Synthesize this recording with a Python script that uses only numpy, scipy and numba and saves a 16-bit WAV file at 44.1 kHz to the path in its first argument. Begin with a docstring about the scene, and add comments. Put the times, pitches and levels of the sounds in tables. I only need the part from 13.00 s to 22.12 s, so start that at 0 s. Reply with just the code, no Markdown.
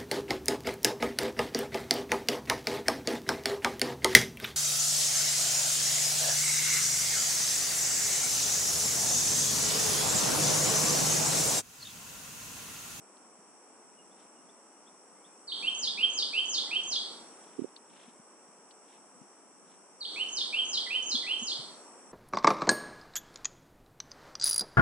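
"""At the edge of a wood, insects buzz over a murmur of distant air, and far birds call faintly.
A wren sings a ringing phrase: an opening slur and flick, then four times whistle, tick, slur and flick,
pure gliding tones scattered by leaves and trunks. Fingers bump the hand-held camera, leaves rustle and
twigs snap. The wren sings a second phrase, with softer bumps near its end.
The camera's noise gate lifts the background during each phrase and lets it sink afterwards."""
import sys
import numpy as np
from scipy import signal
from scipy.fft import rfft, irfft, next_fast_len
from scipy.io import wavfile
from scipy.ndimage import uniform_filter1d, map_coordinates
from numba import njit

SR = 44100
rng = np.random.default_rng(int(sys.argv[2]) if len(sys.argv) > 2 else 0)


def dump_mix(stems):
    """Bounce the given channels to the path in sys.argv[1] as a 16-bit WAV at rate SR."""
    frames = np.atleast_2d(stems).T  # one column per channel
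    limited = np.clip(frames, -1, 1)  # hard clip at full scale
    pcm = np.round(limited * 32767).astype(np.int16)
    wavfile.write(sys.argv[1], SR, pcm)


N = 402191

# The wren's note contours: offset_s, pitch_hz, level_db
OPENING_SLUR = [(0, 4830, -11.5), (.009, 4470, 0.5), (.02, 3900, -4), (.031, 3556, -4)]
GRACE = [(0, 2074, -4.5), (.012, 1987, 0), (.034, 2040, -15)]
WHISTLE = [(0, 2231, -17), (.01, 2525, -9), (.025, 2704, -6.5), (.045, 2915, -7), (.052, 3059, -1.5),
           (.064, 3143, 0.5), (.076, 3140, -12.5)]
TICK = [(0, 5790, -4.5), (.005, 6300, 4.5), (.010, 6950, -3.5)]
LISP = [(0, 7240, -4), (.012, 6590, 3.5), (.03, 6200, -1.5), (.047, 5450, -5.5)]
SLUR = [(0, 5500, -5.5), (.009, 5000, -2), (.016, 4373, 0.5), (.024, 3800, -5), (.034, 3580, -4.5)]
FLICK = [(0, 2953, -6), (.004, 3177, 1), (.010, 3501, 1.5), (.015, 3950, -6.5), (.021, 4565, -10)]
# Cues for the slur that opens each phrase: start_s, level_db
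OPENINGS = [(2.473, -27), (7.004, -29)]
# Syllable cues: start_s, whistle_db, slur_db, whistle_pitch_ratio, grace_db (None for no grace note)
SYLLABLES = [(2.623, -23.5, -26, 1, None), (2.975, -20, -26.5, 1.009, None), (3.330, -20.5, -25, 1.0, None),
             (3.709, -22.5, -26, 1.018, -51), (7.16, -25.5, -27.5, 0.98, None),
             (7.526, -22, -26, 1.012, None), (7.900, -21.5, -26.5, 0.99, -38.5),
             (8.266, -22.5, -27.5, 1.003, -40.5)]


def wren(slur_after_s=.202, flick_after_s=.045, flick_db=-0.14):
    """Each syllable whistles upward, ticks, falls from a high lisp into a steep slur, and flicks up."""
    low, high = [], []
    for s, db in OPENINGS:
        high.append((s, db, note(OPENING_SLUR)))
        low.append((s + flick_after_s, db + flick_db, note(FLICK)))
    for s, whistle_db, slur_db, pitch, grace_db in SYLLABLES:
        slur_s = s + slur_after_s
        low.append((s, whistle_db, note(WHISTLE, pitch)))
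        low.append((slur_s + flick_after_s, slur_db + flick_db, note(FLICK)))
        high.append((slur_s - .078, slur_db - 15.5, note(TICK)))
        high.append((slur_s - .045, slur_db - 10.5, note(LISP)))
        high.append((slur_s, slur_db, note(SLUR)))
        if grace_db is not None:
            low.append((s - .037, grace_db, note(GRACE)))
    whistles, slurs = np.zeros((2, 2, N))
    for s, db, tone in low:
        add(whistles, s, amp(db) * through_wood(tone, direct_db=-2.5, near_db=-6.5, far_db=-3.5))
    for s, db, tone in high:  # the high notes ring with a louder reverb tail
        add(slurs, s, amp(db) * through_wood(tone, direct_db=-2.2, near_db=-6.5, far_db=-0.3))
    return placed(whistles, pan_db=-3.5, lag_ms=0.061) + placed(slurs, pan_db=-1.3, lag_ms=0.062)


def note(contour, pitch=1, waver=.005, flutter_db=2.5, fade_s=0.0012):
    """One pure tone of the syrinx, gliding along its contour with a tremble of pitch and strength."""
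    s, hz, db = np.transpose(contour)
    t = np.arange(int(s[-1] * SR)) / SR
    jitter = rng.standard_normal((2, len(t) + 255))
    tremble, flutter = unit(signal.fftconvolve(jitter, np.hanning(256)[None], "valid", axes=1))
    pitch_hz = pitch * np.interp(t, s, hz) * (1 + waver * tremble)
    envelope = amp(np.interp(t, s, db) + flutter_db * flutter)
    fades = np.clip(np.minimum(t, t[-1] - t) / fade_s, 0, 1)
    return envelope * fades * np.sin(2 * np.pi * np.cumsum(pitch_hz) / SR)


# Reverb decay among the trunks, before the echoes escape: frequency_hz, t60_s
WOOD_DECAY = [(2000, 0.45), (3100, 0.7), (3900, 0.68), (4550, 1.07), (5000, 0.63), (7000, 0.43)]


def through_wood(x, direct_db, near_db, far_db, near_t60_s=0.0987, build_s=0.0063, reach_s=0.33):
    """The direct sound, quick scatter from nearby leaves and the trunks' long tail, new for each note."""
    size, correlation = 24576, 0.55
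    t = np.arange(size) / SR
    left, right, common = rng.standard_normal((3, size))
    scatter = np.sqrt(1 - correlation) * np.array([left, right]) + np.sqrt(correlation) * common
    hz, frame_s, bands = signal.stft(scatter, SR, nperseg=512)
    decay = amp(-60 * frame_s / along(WOOD_DECAY, hz)[:, None])
    trunks = signal.istft(bands * decay, SR, nperseg=512)[1][:, :size]
    trunks *= (1 - np.exp(-t / build_s)) * np.exp(-(t / reach_s) ** 2)  # echoes build up, then escape
    leaves = rng.standard_normal(size) * amp(-60 * t / near_t60_s)
    impulse = (amp(far_db) * unit(trunks) + amp(near_db) * unit(leaves)) / np.sqrt(size)
    impulse[:, 0] += amp(direct_db)
    return signal.fftconvolve(x[None], impulse, axes=1)


# Finger knocks on the camera: centre_s, level_db, pitch_hz, half_width_s, pan_db (left minus right)
KNOCKS = [(4.5944, -13, 327, 0.0019, -35), (4.622, -18.5, 272, 0.0021, -27), (4.646, -16, 378, 0.0015, -30),
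          (5.085, -39, 228, 0.0045, 5), (5.2, -41, 210, 0.0031, 4), (6.218, -35.5, 209, 0.0032, 18),
          (8.149, -32.5, 245, 0.0061, 25), (8.427, -35, 224, .0061, -8), (8.599, -44.5, 150, 0.0056, 24)]


def handling(creaks=7, creak_db=-53, creak_spread_db=3, creak_hz=197.4, creak_half_s=0.0048):
    """Each finger contact shakes the case for a few cycles; the grip creaks faintly at random moments."""
    t = np.arange(-SR // 20, SR // 20) / SR
    stages = [(-0.007, -15.5), (0, 0), (0.00802, -13.5)]  # touch, knock, rebound: offset_s, trim_db
    contacts = [(s + offset_s, db + trim_db, hz, half_s, pan_db)
                for s, db, hz, half_s, pan_db in KNOCKS for offset_s, trim_db in stages]
    for when, strength in rng.random((creaks, 2)):
        s = t[-1] - t[0] + when * (N - 2 * len(t)) / SR
        contacts.append((s, creak_db + creak_spread_db * (2 * strength - 1), creak_hz, creak_half_s, 0))
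    out = np.zeros((2, N))
    for s, db, hz, half_s, pan_db in contacts:
        thud = np.exp(-(t / half_s) ** 2 / 2) * np.sin(2 * np.pi * hz * t)
        add(out, s + t[0], amp(db + np.minimum([[pan_db], [-pan_db]], 0)) * thud)
    return out


# Soft leaf swells: centre_s, level_db, half_width_s
RUSTLES = [(1.203, -61, .04), (4.508, -63, 0.15), (5.02, -53.5, .07), (5.933, -57, .035),
           (6.718, -61.5, 0.035)]
# Twig snap cues: start_s, level_db
SNAPS = [(0.169, -56), (4.7632, -38.5), (5.7098, -45.5)]
# Tone colour of leaves and twigs: frequency_hz, level_db
LEAF_EQ = [(100, -30), (500, -4.5), (1200, -6), (2300, -4.5), (3500, -2.5), (4500, -14.5), (9000, -15)]
TWIG_EQ = [(1500, -39), (2400, -19), (2950, 2.5), (3600, -4), (4450, 5), (5200, -19.5), (10000, -23)]


def undergrowth(snap_trim_db=2, snap_t60_s=0.035, grain_db=3):
    """Leaves brush in grainy swells of noise, and a few twigs snap in short bursts."""
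    t = np.arange(N) / SR
    swells = sum(amp(db) * np.exp(-np.minimum(np.abs(t - s) / half_s, 10) ** 2 / 2)
                 for s, db, half_s in RUSTLES)
    bursts = np.zeros(N)
    for s, db in SNAPS:
        add(bursts, s, amp(db + snap_trim_db - 60 * t[:SR // 10] / snap_t60_s))
    leaves = swells * amp(grain_db * wobble(120)) * noise(LEAF_EQ, [(3000, 0.53)])
    return leaves + bursts * noise(TWIG_EQ, [(3000, 0.28)])


# The far birds' note contours: offset_s, pitch_hz, level_db
FAR_WHISTLE = [(0, 3000, -16), (.03, 2868, 3.5), (.08, 2820, -4)]
FAR_CHIP = [(0, 3260, -6.5), (.01, 3430, 7), (0.023, 3750, -7.5)]
FAR_RISE = [(0, 1950, -5), (.14, 2280, -3), (.28, 2650, -7.5)]


def far_birds(start_s=0.96, period_s=.378, chip_after_s=.148, repeats=4, rise_s=2.11, rise_db=-65):
    """Deep among the trees, fading whistles alternate with growing chips, and one long note rises."""
    calls = [(rise_s, rise_db, FAR_RISE)]
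    for k in range(repeats):
        s = start_s + k * period_s
        calls += [(s, -58 - 6.5 * k, FAR_WHISTLE), (s + chip_after_s, -63 + 3 * k, FAR_CHIP)]
    out = np.zeros((2, N))
    for s, db, contour in calls:
        add(out, s, amp(db) * through_wood(note(contour), direct_db=-1, near_db=-5.5, far_db=-15))
    return out * amp([[2.5], [-2.5]])  # left of centre


# Tone colour of the two insect choruses: frequency_hz, level_db
CRICKET_EQ = [(4300, -32.5), (5100, -14), (5500, -2), (5750, 0.5), (6050, -8.5), (6600, -14.5), (7300, -29)]
CICADA_EQ = [(5800, -32.5), (6700, -17.5), (7300, -6), (7900, 1.5), (8300, -1.5), (8900, -5.5), (9600, -4),
             (10100, -12.5), (10500, -23.5)]


def insects(cricket_db=-59.5, cicada_db=-55.0, stroke_hz=57.0, stroke_depth=0.18):
    """Two choruses blur into bands of noise; the nearest wing strokes make the crickets flutter."""
    strokes = np.sin(2 * np.pi * np.cumsum(stroke_hz + .4 * wobble(2.2)) / SR)
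    flutter = 1 + stroke_depth * strokes
    crickets = noise(CRICKET_EQ, [(5700, 0.34)]) * flutter * amp(cricket_db + .6 * wobble(16))
    cicadas = noise(CICADA_EQ, [(8000, 0.27)]) * amp(cicada_db - 0.47 * wobble(2.97))
    return placed(crickets, pan_db=-0.5, lag_ms=0.0905) + placed(cicadas, pan_db=.8, lag_ms=0.044)


# Tone colour of the murmur and the rumble under it: frequency_hz, level_db
MURMUR_EQ = [(25, -48.5), (60, -40.5), (100, -44), (150, -29), (200, -4), (350, 1.5), (620, -2), (900, -1),
             (1300, -5), (1750, -12.5), (2800, -16.5), (3600, -24), (4000, -30.5), (4500, -23.5),
             (10000, -25.5)]
RUMBLE_EQ = [(30, -32.5), (90, -26), (150, -6), (190, 2.5), (300, -3), (700, -51.5)]
# Stereo image of the murmur: frequency_hz, left_right_correlation
MURMUR_IMAGE = [(60, 0.41), (120, -0.56), (260, 1), (530, 0.89), (1090, 0.8), (2260, 0.49), (4660, -0.093),
                (9630, -0.13)]


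def air(murmur_db=-52.5, rumble_db=-66, lump_db=4):
    """A low, nearly even murmur of distant air and road, with a faint lumpy rumble under it."""
    swell_db = .4 * wobble(7)
    murmur = noise(MURMUR_EQ, MURMUR_IMAGE) * amp(murmur_db + swell_db)
    rumble = noise(RUMBLE_EQ, [(150, 0.15)]) * amp(rumble_db + lump_db * wobble(12))
    return placed(murmur, pan_db=0.7, lag_ms=-0.024) + rumble


def amp(db):
    """Decibels to gain."""
    return 10 ** (np.asarray(db) / 20)


def unit(x):
    """x at rms 1."""
    return x / np.sqrt(np.mean(x ** 2) + 1e-20)


def along(points, hz):
    """Read a curve of (frequency_hz, value) points on a log frequency axis."""
    point_hz, values = np.transpose(points)
    return np.interp(np.log(hz + 1), np.log(point_hz + 1), values)


def wobble(rate_hz):
    """A smooth random curve with rate_hz knots a second."""
    knots = rng.standard_normal(int(N * rate_hz / SR) + 4)
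    grid = np.arange(0, N + 32, 32)
    return np.interp(np.arange(N), grid, map_coordinates(knots, [grid * rate_hz / SR]))


def filtered(x, response):
    """x shaped by a frequency response."""
    n = x.shape[-1]
    padded = next_fast_len(n + 4096)
    return irfft(rfft(x, padded) * response(np.fft.rfftfreq(padded, 1 / SR)), padded)[..., :n]


def add(out, s, sound):
    """Mix a sound in at s seconds."""
    start = round(s * SR)
    out[..., start:start + sound.shape[-1]] += sound[..., :N - start]


def placed(x, pan_db, lag_ms):
    """Place a sound in stereo: the left channel is pan_db louder and lag_ms later than the right."""
    side = np.array([[.5], [-.5]])
    return amp(side * pan_db) * filtered(x, lambda hz: np.exp(-2j * np.pi * hz * side * lag_ms / 1000))


def noise(eq, image):
    """Stereo noise of rms 1, coloured by eq, with image as its left-right correlation by frequency."""
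    def mid_side_gains(hz):
        angle = np.arccos(np.clip(along(image, hz), -1, 1)) / 2
        return amp(along(eq, hz)) * [np.cos(angle), np.sin(angle)]
    mid, side = filtered(rng.standard_normal((2, N)), mid_side_gains)
    return unit(np.array([mid + side, mid - side]))


@njit
def follow(target, rise, fall):
    """Chase a target in limited steps up and down."""
    out, level = np.empty_like(target), target[0]
    for i in range(len(target)):
        level += min(max(target[i] - level, -fall), rise)
        out[i] = level
    return out


def scene():
    """The wren and the hand on the camera, over the bed of the wood."""
    return wren() + handling() + undergrowth() + far_birds() + insects() + air()


def record(dry, threshold_db=-43, closed_db=-7.0, open_s=0.13, close_s=0.65, react_s=0.019, top_hz=10350):
    """A gentle noise gate, keyed by the treble, opens fast and closes slowly; a high cut follows."""
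    treble = filtered(dry, lambda hz: hz > 1500)
    power = uniform_filter1d(np.mean(treble ** 2, axis=0), size=1024)
    loud = np.roll(power > amp(threshold_db) ** 2, int(react_s * SR)).astype(float)
    opening = follow(loud, 1 / (open_s * SR), 1 / (close_s * SR))
    gated = dry * amp(closed_db * (1 - opening))
    return filtered(gated, lambda hz: hz < top_hz)


dry = scene()
out = record(dry)
dump_mix(out)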